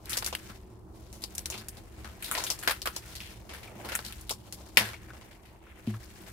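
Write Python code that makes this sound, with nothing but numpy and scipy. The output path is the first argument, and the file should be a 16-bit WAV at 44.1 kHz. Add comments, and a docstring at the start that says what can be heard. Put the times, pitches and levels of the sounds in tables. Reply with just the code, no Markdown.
"""Fresh corn husks are twisted and torn by hand over a steel draining board in a small hard kitchen.
From the start a low resonant rumble and faint room tone hang behind leaves that crackle, hiss and creak.
Fibres snap in noise bursts that ring and die; soft thuds sound the low modes of the steel; leaf ribs tick.
Near 4.8 s the stalk breaks off with one crack; near 5.9 s the bunch drops and the steel booms.
The microphones stand close, with the hands off to the left and short echoes off steel and tiles."""
import sys
import numpy as np
from scipy import signal
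from scipy.fft import rfft, irfft
from scipy.io import wavfile

SR = 44100
rng = np.random.default_rng(int(sys.argv[2]) if len(sys.argv) > 2 else 0)


def generate_wav(sig):
    """Save sig (samples, or channels by samples) to the path in sys.argv[1] as 16-bit PCM at SR."""
    pcm = np.round(np.clip(np.atleast_2d(sig).T, -1, 1) * 32767).astype(np.int16)
    wavfile.write(sys.argv[1], SR, pcm)


def boost_factor(decibels):
    """Convert a level in decibels to a linear amplitude factor."""
    exponent = np.asarray(decibels, float) / 20
    return 10 ** exponent


N = 278712


def rms_one(x):
    """Scales x to an rms of 1."""
    return x / np.sqrt(np.mean(x ** 2) + 1e-20)


def in_time(rows):
    """Draws each column after the time as a curve over the whole scene."""
    start_s, *columns = np.transpose(rows)
    return [np.interp(np.arange(N) / SR, start_s, column) for column in columns]


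def at_hz(points, hz):
    """Reads a curve of (Hz, value) points along a logarithmic pitch axis."""
    point_hz, value = np.array(points)[:, 0], np.array(points)[:, 1]
    return np.interp(np.log(hz), np.log(point_hz), value)


def band(x, low_hz, high_hz):
    """Band-pass filter."""
    sos = signal.butter(2, [low_hz, high_hz], "band", fs=SR, output="sos")
    return signal.sosfilt(sos, x + 1e-18)


def coloured(x, spectrum):
    """Weights x by a spectrum of (Hz, dB) points."""
    hz = np.maximum(np.arange(N // 2 + 1) * SR / N, 1)
    return irfft(rfft(x) * boost_factor(at_hz(spectrum, hz)), N)


def resonance(x, hz, width_hz):
    """Two-pole resonance of gain 1 at its centre."""
    r = np.exp(-np.pi * width_hz / SR)
    feedback = [1, -2 * r * np.cos(2 * np.pi * hz / SR), r * r]
    return signal.lfilter([.5 - r * r / 2, 0, r * r / 2 - .5], feedback, x)


def noise_to_unit_rms(width_hz):
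    """Gain that brings white noise of rms 1, once through a resonance, back to about rms 1."""
    return np.sqrt(SR / np.pi / width_hz)


def drift(rate_hz):
    """Slow chance wandering of rms 1: twice low-passed noise, drawn every 40 samples."""
    r = np.exp(-80 * np.pi * rate_hz / SR)
    white = rng.standard_normal(N // 40 + 2002)
    slow = signal.lfilter([1], [1, -2 * r, r * r], white)[2000:]   # skips the filter's start
    return np.interp(np.arange(N) / 40, np.arange(len(slow)), rms_one(slow))


def stereo_noise():
    """White noise, much alike at both microphones in the bass and almost unrelated in the treble."""
    # left-right correlation of the noise: pitch_hz, correlation (-1 to 1)
    correlation = [(60, 0.92), (290, 0.84), (900, 0.11), (3000, 0.06)]
    mid, side = rfft(rng.standard_normal((2, N)))
    hz = np.maximum(np.arange(len(mid)) * SR / N, 1)
    alike = np.clip(at_hz(correlation, hz), -1, 1)
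    mid = np.sqrt(.5 + alike / 2) * mid
    side = np.sqrt(.5 - alike / 2) * side
    return irfft(mid + side * [[1], [-1]], N)


def rumble():
    """Noise through a few low resonances, each applied twice and wandering in level."""
    # level of the whole rumble: start_s, level_db
    rumble_level = [(0.0, -48.5), (5.0, -49.5), (5.49, -55), (6.32, -49)]
    # resonances of the room and the steel sheet: pitch_hz, width_hz (of one pass), relative_db
    rumble_modes = [(46.5, 6.9, -5.5), (65, 23, 0), (110.7, 16.6, -4.5), (184, 21, -9), (219.4, 14, -10.5),
                    (326.8, 37, -8), (363.2, 49, -8.5)]
    noise, out = stereo_noise(), 0
    for hz, width_hz, db in rumble_modes:
        once = resonance(noise, hz, width_hz)
        twice = resonance(once, hz, width_hz)
        out = out + boost_factor(db + 1.2 * drift(3.1)) * rms_one(twice)
    return rms_one(out) * boost_factor(in_time(rumble_level)[0])


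def room_tone(level_db=-63):
    """Steady coloured noise: the air of the room."""
    # spectrum of the air: pitch_hz, density_db (relative, per Hz)
    air_spectrum = [(25, -3), (82, -0.5), (263, -18), (373, -12.5), (1050, -9), (1500, -28), (4000, -33),
                    (16000, -39.5)]
    return boost_factor(level_db) * rms_one(coloured(stereo_noise(), air_spectrum))


def rustle(crackles_per_s=1500.0, clumps_db=3.5, sharpness=3.8, patches=14):
    """Clumped crackles, each leaf patch at its own pitch, over a rubbing hiss; pressure adds a dull creak."""
    # leaves rubbing under the hands: start_s, rustle_db, extra_middle_db (relative to the rustle)
    rubbing = [(0, -61.5, -50), (.1, -47, 3), (.4, -51.5, -14), (.68, -65, -12), (.92, -70, -24),
               (.95, -61, -40), (1.55, -52, -4), (1.85, -60.5, -9), (2.2, -54.5, -8), (2.39, -41.5, -1.5),
               (2.7, -52.5, -39), (2.79, -57, -27), (3.17, -49.5, -18), (3.46, -62, -9), (3.55, -53.5, -10),
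               (3.76, -54.5, -3), (3.93, -43.5, -4), (4.4, -60, -35), (4.72, -55, -24), (4.9, -53, -5),
               (5.56, -66.5, -4), (5.7, -63.5, 5), (6.0, -53, -15), (6.32, -52, -10)]
    # hands pressing the bunch, a dull creak: start_s, creak_db
    pressing = [(0, -55.5), (.5, -61.5), (1.2, -59), (1.55, -58), (2.0, -58), (2.39, -50), (2.8, -70),
                (3.5, -56.5), (3.72, -50), (3.86, -45), (4.1, -66), (4.75, -54.5), (5.0, -59), (6.0, -58.5),
                (6.32, -58.5)]
    # colour of the rubbed leaf: pitch_hz, weight_db
    leaf_colour = [(400, -5), (1500, 0), (5700, -4.5), (16000, -11)]
    sizes = boost_factor(4 * np.minimum(rng.exponential(1, (2, N)), 4)) * rng.choice([-1, 1], (2, N))
    luck, dealt = rng.random((2, N)), rng.integers(0, patches, (2, N))
    together, crackle = drift(25), 0   # the clumping that all patches share
    for patch, hz in enumerate(np.geomspace(500, 14000, patches)):
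        chance = crackles_per_s * boost_factor(clumps_db * (together + drift(12))) / SR
        born = (dealt == patch) & (luck < chance)
        crackle = crackle + resonance(born * sizes + 1e-18, hz, hz / sharpness)
    hiss = boost_factor(1 + 2 * together) * rng.standard_normal((2, N))
    leaf = rms_one(crackle) + hiss
    leaf = leaf * boost_factor(1.5 * drift(12))   # the grip slips and catches
    rustle_db, middle_db = in_time(rubbing)
    rub = rms_one(coloured(leaf, leaf_colour)) + boost_factor(middle_db) * rms_one(band(leaf, 810, 2800))
    creak = rms_one(band(leaf, 170, 950)) * boost_factor(in_time(pressing)[0])
    return rub * boost_factor(rustle_db) + creak


def snaps(ring_db=-13, broad_db=-17, woody_db=-20, woody_sharpness=5.2, splinters_per_s=120.0, size=8000):
    """Each snap is a short crack, then a dying run of smaller fibre breaks; the freed leaf rings briefly."""
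    # fibre and stalk snaps: start_s, strength_db (relative), pitch_hz, tear_s (to fall 40 dB), bright_db
    snap_events = [(0.057, -38, 4100, 0.029, 10), (0.095, -31, 5100, 0.2, 15.5),
                   (0.131, -24, 3800, 0.063, 5.5), (0.1708, -18.5, 5400, .069, 3.5),
                   (0.224, -26, 1210, 0.036, 1), (0.245, -28, 4970, .077, 9),
                   (0.2626, -22.5, 5760, 0.069, 7), (0.274, -28, 1320, 0.037, 5),
                   (0.3273, -28.5, 2440, 0.073, -11), (0.3506, -21, 2300, 0.016, 8.5),
                   (0.498, -38, 1290, 0.1, -3), (1.1276, -41, 5800, 0.17, 4), (1.22, -38.5, 4280, 0.11, 10),
                   (1.238, -22.5, 4700, 0.035, -0.5), (1.351, -42, 5400, 0.033, 25),
                   (1.3803, -27, 5900, 0.037, 10), (1.4575, -23, 5640, 0.032, 4.5),
                   (1.501, -25.5, 6200, 0.074, 1), (1.522, -31, 2490, 0.1, -2),
                   (1.542, -35, 2470, 0.18, -8), (1.578, -34.5, 4340, 0.092, 4),
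                   (1.6845, -31.5, 5850, 0.029, 16), (1.77, -42.5, 3940, .094, 2),
                   (2.0447, -36.5, 1330, 0.17, -2), (2.224, -30.5, 2420, 0.065, 14),
                   (2.243, -29.5, 3940, 0.18, 8.5), (2.3133, -24, 1290, 0.11, 14),
                   (2.351, -25.5, 1990, 0.15, -0.5), (2.377, -24, 3930, 0.14, -6.5),
                   (2.438, -22, 5900, 0.062, -0.5), (2.5019, -16.5, 5200, 0.073, 1),
                   (2.4664, -25.5, 3450, 0.082, 9), (2.589, -35.5, 6900, 0.15, 0),
                   (2.627, -31, 1450, 0.17, 8), (2.6752, -13.5, 1600, 0.11, -0.5),
                   (2.7085, -17, 1380, 0.056, 6), (2.818, -25, 4440, 0.041, 2),
                   (2.857, -21, 1190, 0.09, 5.5), (2.8725, -20.5, 1240, 0.045, -1),
                   (2.9632, -22, 5200, 0.054, -1.5), (3.153, -32, 4340, 0.11, 4.5),
                   (3.204, -36.5, 2540, 0.36, 2.5), (3.493, -40, 1920, 0.4, -8),
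                   (3.5354, -33.5, 1690, 0.14, 5.5), (3.63, -39, 2260, 0.12, 3),
                   (3.848, -32, 400, 0.23, -0.5), (3.8887, -29.5, 1460, 0.098, 4),
                   (3.92, -25.5, 1460, 0.081, -4.5), (3.952, -19.5, 1520, 0.033, 15.5),
                   (3.9903, -29.5, 1350, 0.038, -6.5), (4.048, -30, 4370, 0.13, 5),
                   (4.124, -32.5, 2700, 0.032, 10), (4.211, -43, 4630, 0.031, 19.5),
                   (4.294, -25.5, 3500, 0.059, 10.5), (4.3078, -21, 5270, 0.062, -3),
                   (4.5248, -30, 5260, 0.068, 7), (4.7712, -4, 2020, 0.068, 2.5),
                   (4.8068, -22.5, 1590, 0.15, -4.5), (4.851, -31, 1580, 0.21, 4.5),
                   (4.888, -33.5, 1760, 0.1, -5.5), (4.9333, -38.5, 2100, 0.048, -12),
                   (5.134, -45.5, 1390, 0.1, -12), (5.212, -43, 1950, .079, -8),
                   (5.311, -47.5, 1800, 0.15, -1), (5.4533, -49.5, 1930, 0.24, 1),
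                   (5.868, -44, 2400, 0.24, 1.5), (5.94, -54, 3070, .1, 11)]
    # body, middle and edge of a snap: low_hz, high_hz
    snap_bands = [(420, 1465), (1200, 5980), (5500, 12980)]
    body_db, edge_db = -17.5, -21   # at brightness 0; a bright snap gains edge and loses body
    crack_db, crack_s, rise_s = 11, .0004, .0002
    t, count, blocks = np.arange(size) / SR, len(snap_events), size // 40
    white = rng.standard_normal((count, 2, size))
    grains = boost_factor(3 * np.repeat(rng.standard_normal((count, blocks)), 40, axis=1))
    thick = rng.random((count, blocks)) < splinters_per_s * 40 / SR   # now and then a thicker fibre
    grains = grains * boost_factor(5 * np.repeat(thick, 40, axis=1))
    parts, rings = np.zeros((3, 2, N + size)), np.zeros((2, N + size))
    for (start_s, strength_db, hz, tear_s, bright_db), noise, grain in zip(snap_events, white, grains):
        tear = grain * boost_factor(-40 * t / max(tear_s, .01))
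        burst = boost_factor(strength_db) * noise * (boost_factor(crack_db) * np.exp(-t / crack_s) + tear)
        burst = burst * (1 - np.exp(-t / rise_s))   # fibres give way one after another
        at = round(start_s * SR)
        part_db = [body_db - bright_db, broad_db, edge_db + bright_db]
        parts[:, :, at:at + size] += boost_factor(part_db)[:, None, None] * burst
        wide_hz, woody_hz = hz / 1.5, hz / woody_sharpness
        woody = resonance(burst, hz, woody_hz) * noise_to_unit_rms(woody_hz)
        leaf_ring = resonance(burst, hz, wide_hz) * noise_to_unit_rms(wide_hz)
        rings[:, at:at + size] += boost_factor(woody_db - ring_db) * woody + leaf_ring
    out = boost_factor(ring_db) * rings[:, :N]
    for part, (low_hz, high_hz) in zip(parts, snap_bands):
        # the root evens out the loudness of narrow and wide bands
        out = out + band(part[:, :N], low_hz, high_hz) * np.sqrt(SR / 2 / (high_hz - low_hz))
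    return out


def steel(stretch=2.5, settle_s=0.0072, rise_cycles=0.23, muffled_s=0.099, muffle_t60_s=0.082, size=20000):
    """A push rings the low modes; a strong one stretches the sheet, so the pitch starts high and sags."""
    # soft weights landing on the steel: start_s, push_db (relative)
    landings = [(0.5, -40), (1.547, -39), (2.049, -44), (3.761, -43), (3.856, -40), (4.775, -32),
                (4.81, -29.5), (5.874, -18.5)]
    # modes of the sheet: pitch_hz (once settled), relative_db, t60_s (before muffling)
    sheet_modes = [(108.7, -11.5, 0.87), (209.8, -4, 0.18), (354, -21.5, 0.24), (368, -13, 0.028)]
    t, out = np.arange(size) / SR, np.zeros(N + size)
    muffle_db = -60 * np.maximum(t - muffled_s, 0) / muffle_t60_s   # settling leaves damp the sheet
    for start_s, push_db in landings:
        tight_t = t + stretch * boost_factor(push_db) * settle_s * (1 - np.exp(-t / settle_s))
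        at = round(start_s * SR)
        for k, (hz, db, t60_s) in enumerate(sheet_modes):
            rise = 1 - np.exp(-t * hz / rise_cycles)
            swell = rise * boost_factor(push_db + db - 60 * t / t60_s + muffle_db)
            out[at:at + size] += (-1) ** k * swell * np.sin(2 * np.pi * hz * tight_t)
    return out[:N]


def ticks(sharpness=7.3, size=4000):
    """Stiff leaf ribs tick and squeak: a brief dying scratch heard through one narrow resonance."""
    # ticks and squeaks: start_s, strength_db (relative), pitch_hz, t60_s (of the scratch)
    rib_ticks = [(2.054, -45, 1260, 0.019), (3.675, -48.5, 2330, 0.089), (3.681, -52, 1360, .08),
                 (4.938, -41.5, 2170, 0.093), (5.104, -42, 1470, 0.035), (5.315, -54.5, 1780, 0.036),
                 (5.666, -52, 1390, 0.043), (5.94, -40, 1260, 0.048), (6.028, -54, 1920, 0.034)]
    t, out = np.arange(size) / SR, np.zeros((2, N + size))
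    white = rng.standard_normal((len(rib_ticks), size))
    for (start_s, strength_db, hz, t60_s), noise in zip(rib_ticks, white):
        at, width_hz = round(start_s * SR), hz / sharpness
        scratch = noise * boost_factor(strength_db - 60 * t / t60_s)
        out[:, at:at + size] += resonance(scratch, hz, width_hz) * noise_to_unit_rms(width_hz)
    return out[:, :N]


def kitchen(x, build_up_s=0.0013):
    """Dense echoes off steel and tiles: stereo noise that dies band by band."""
    # decay of the room: pitch_hz, t60_s
    room_decay = [(300, 0.076), (2500, 0.12), (14000, 0.14)]
    t = np.arange(SR // 2) / SR
    noise, tail = stereo_noise()[:, :len(t)], 0
    edges_hz = 100 * 2. ** np.arange(0, 7.6, 1.5)   # bands of an octave and a half
    for low_hz, high_hz in zip(edges_hz, edges_hz[1:]):
        t60_s = at_hz(room_decay, np.sqrt(low_hz * high_hz))
        tail = tail + band(noise, low_hz, high_hz) * boost_factor(-60 * t / t60_s)
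    tail = tail * (1 - np.exp(-t / build_up_s))
    tail = tail / np.sqrt(np.sum(tail ** 2) / 2)   # mean energy of 1 per microphone
    return signal.fftconvolve(x, tail, axes=1)[:, :N]


def microphones(x, wide_above_hz=1000):
    """Close ports hear long waves alike; the hands are off to the left."""
    # how much louder the hands are on the left than on the right: pitch_hz, difference_db
    left_lead = [(250, -6.5), (700, 0.5), (4500, 4.5), (12000, 2)]
    mid, side = (x[0] + x[1]) / 2, (x[0] - x[1]) / 2
    side = signal.sosfilt(signal.butter(1, wide_above_hz, "high", fs=SR, output="sos"), side)
    half = np.array(left_lead) * [1, .5]   # half the difference goes to each side
    left = coloured(mid + side, half)
    right = coloured(mid - side, half * [1, -1])
    return np.stack([left, right])


def scene():
    """Husks with their echoes at the microphones, the steel, the rumble and the room tone."""
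    husk = rustle() + snaps() + ticks()
    hands = microphones(husk + boost_factor(-11) * kitchen(husk))
    board = steel() * boost_factor([[.7], [-.7]])
    return hands + board + rumble() + room_tone()


def band_limit(x):
    """A steep low-pass at the top of the band."""
    return signal.sosfilt(signal.butter(12, 16820, fs=SR, output="sos"), x)


def record(dry):
    """The loudest peaks are rounded, then the top is cut."""
    rounded = 1.1 * np.tanh(dry / 1.1)
    top_cut = signal.cheby2(10, 22, 16000, fs=SR, output="sos")   # 22 dB down from 16 kHz up
    mix = signal.sosfilt(top_cut, rounded)
    return band_limit(mix)


dry = scene()
out = record(dry)
generate_wav(out)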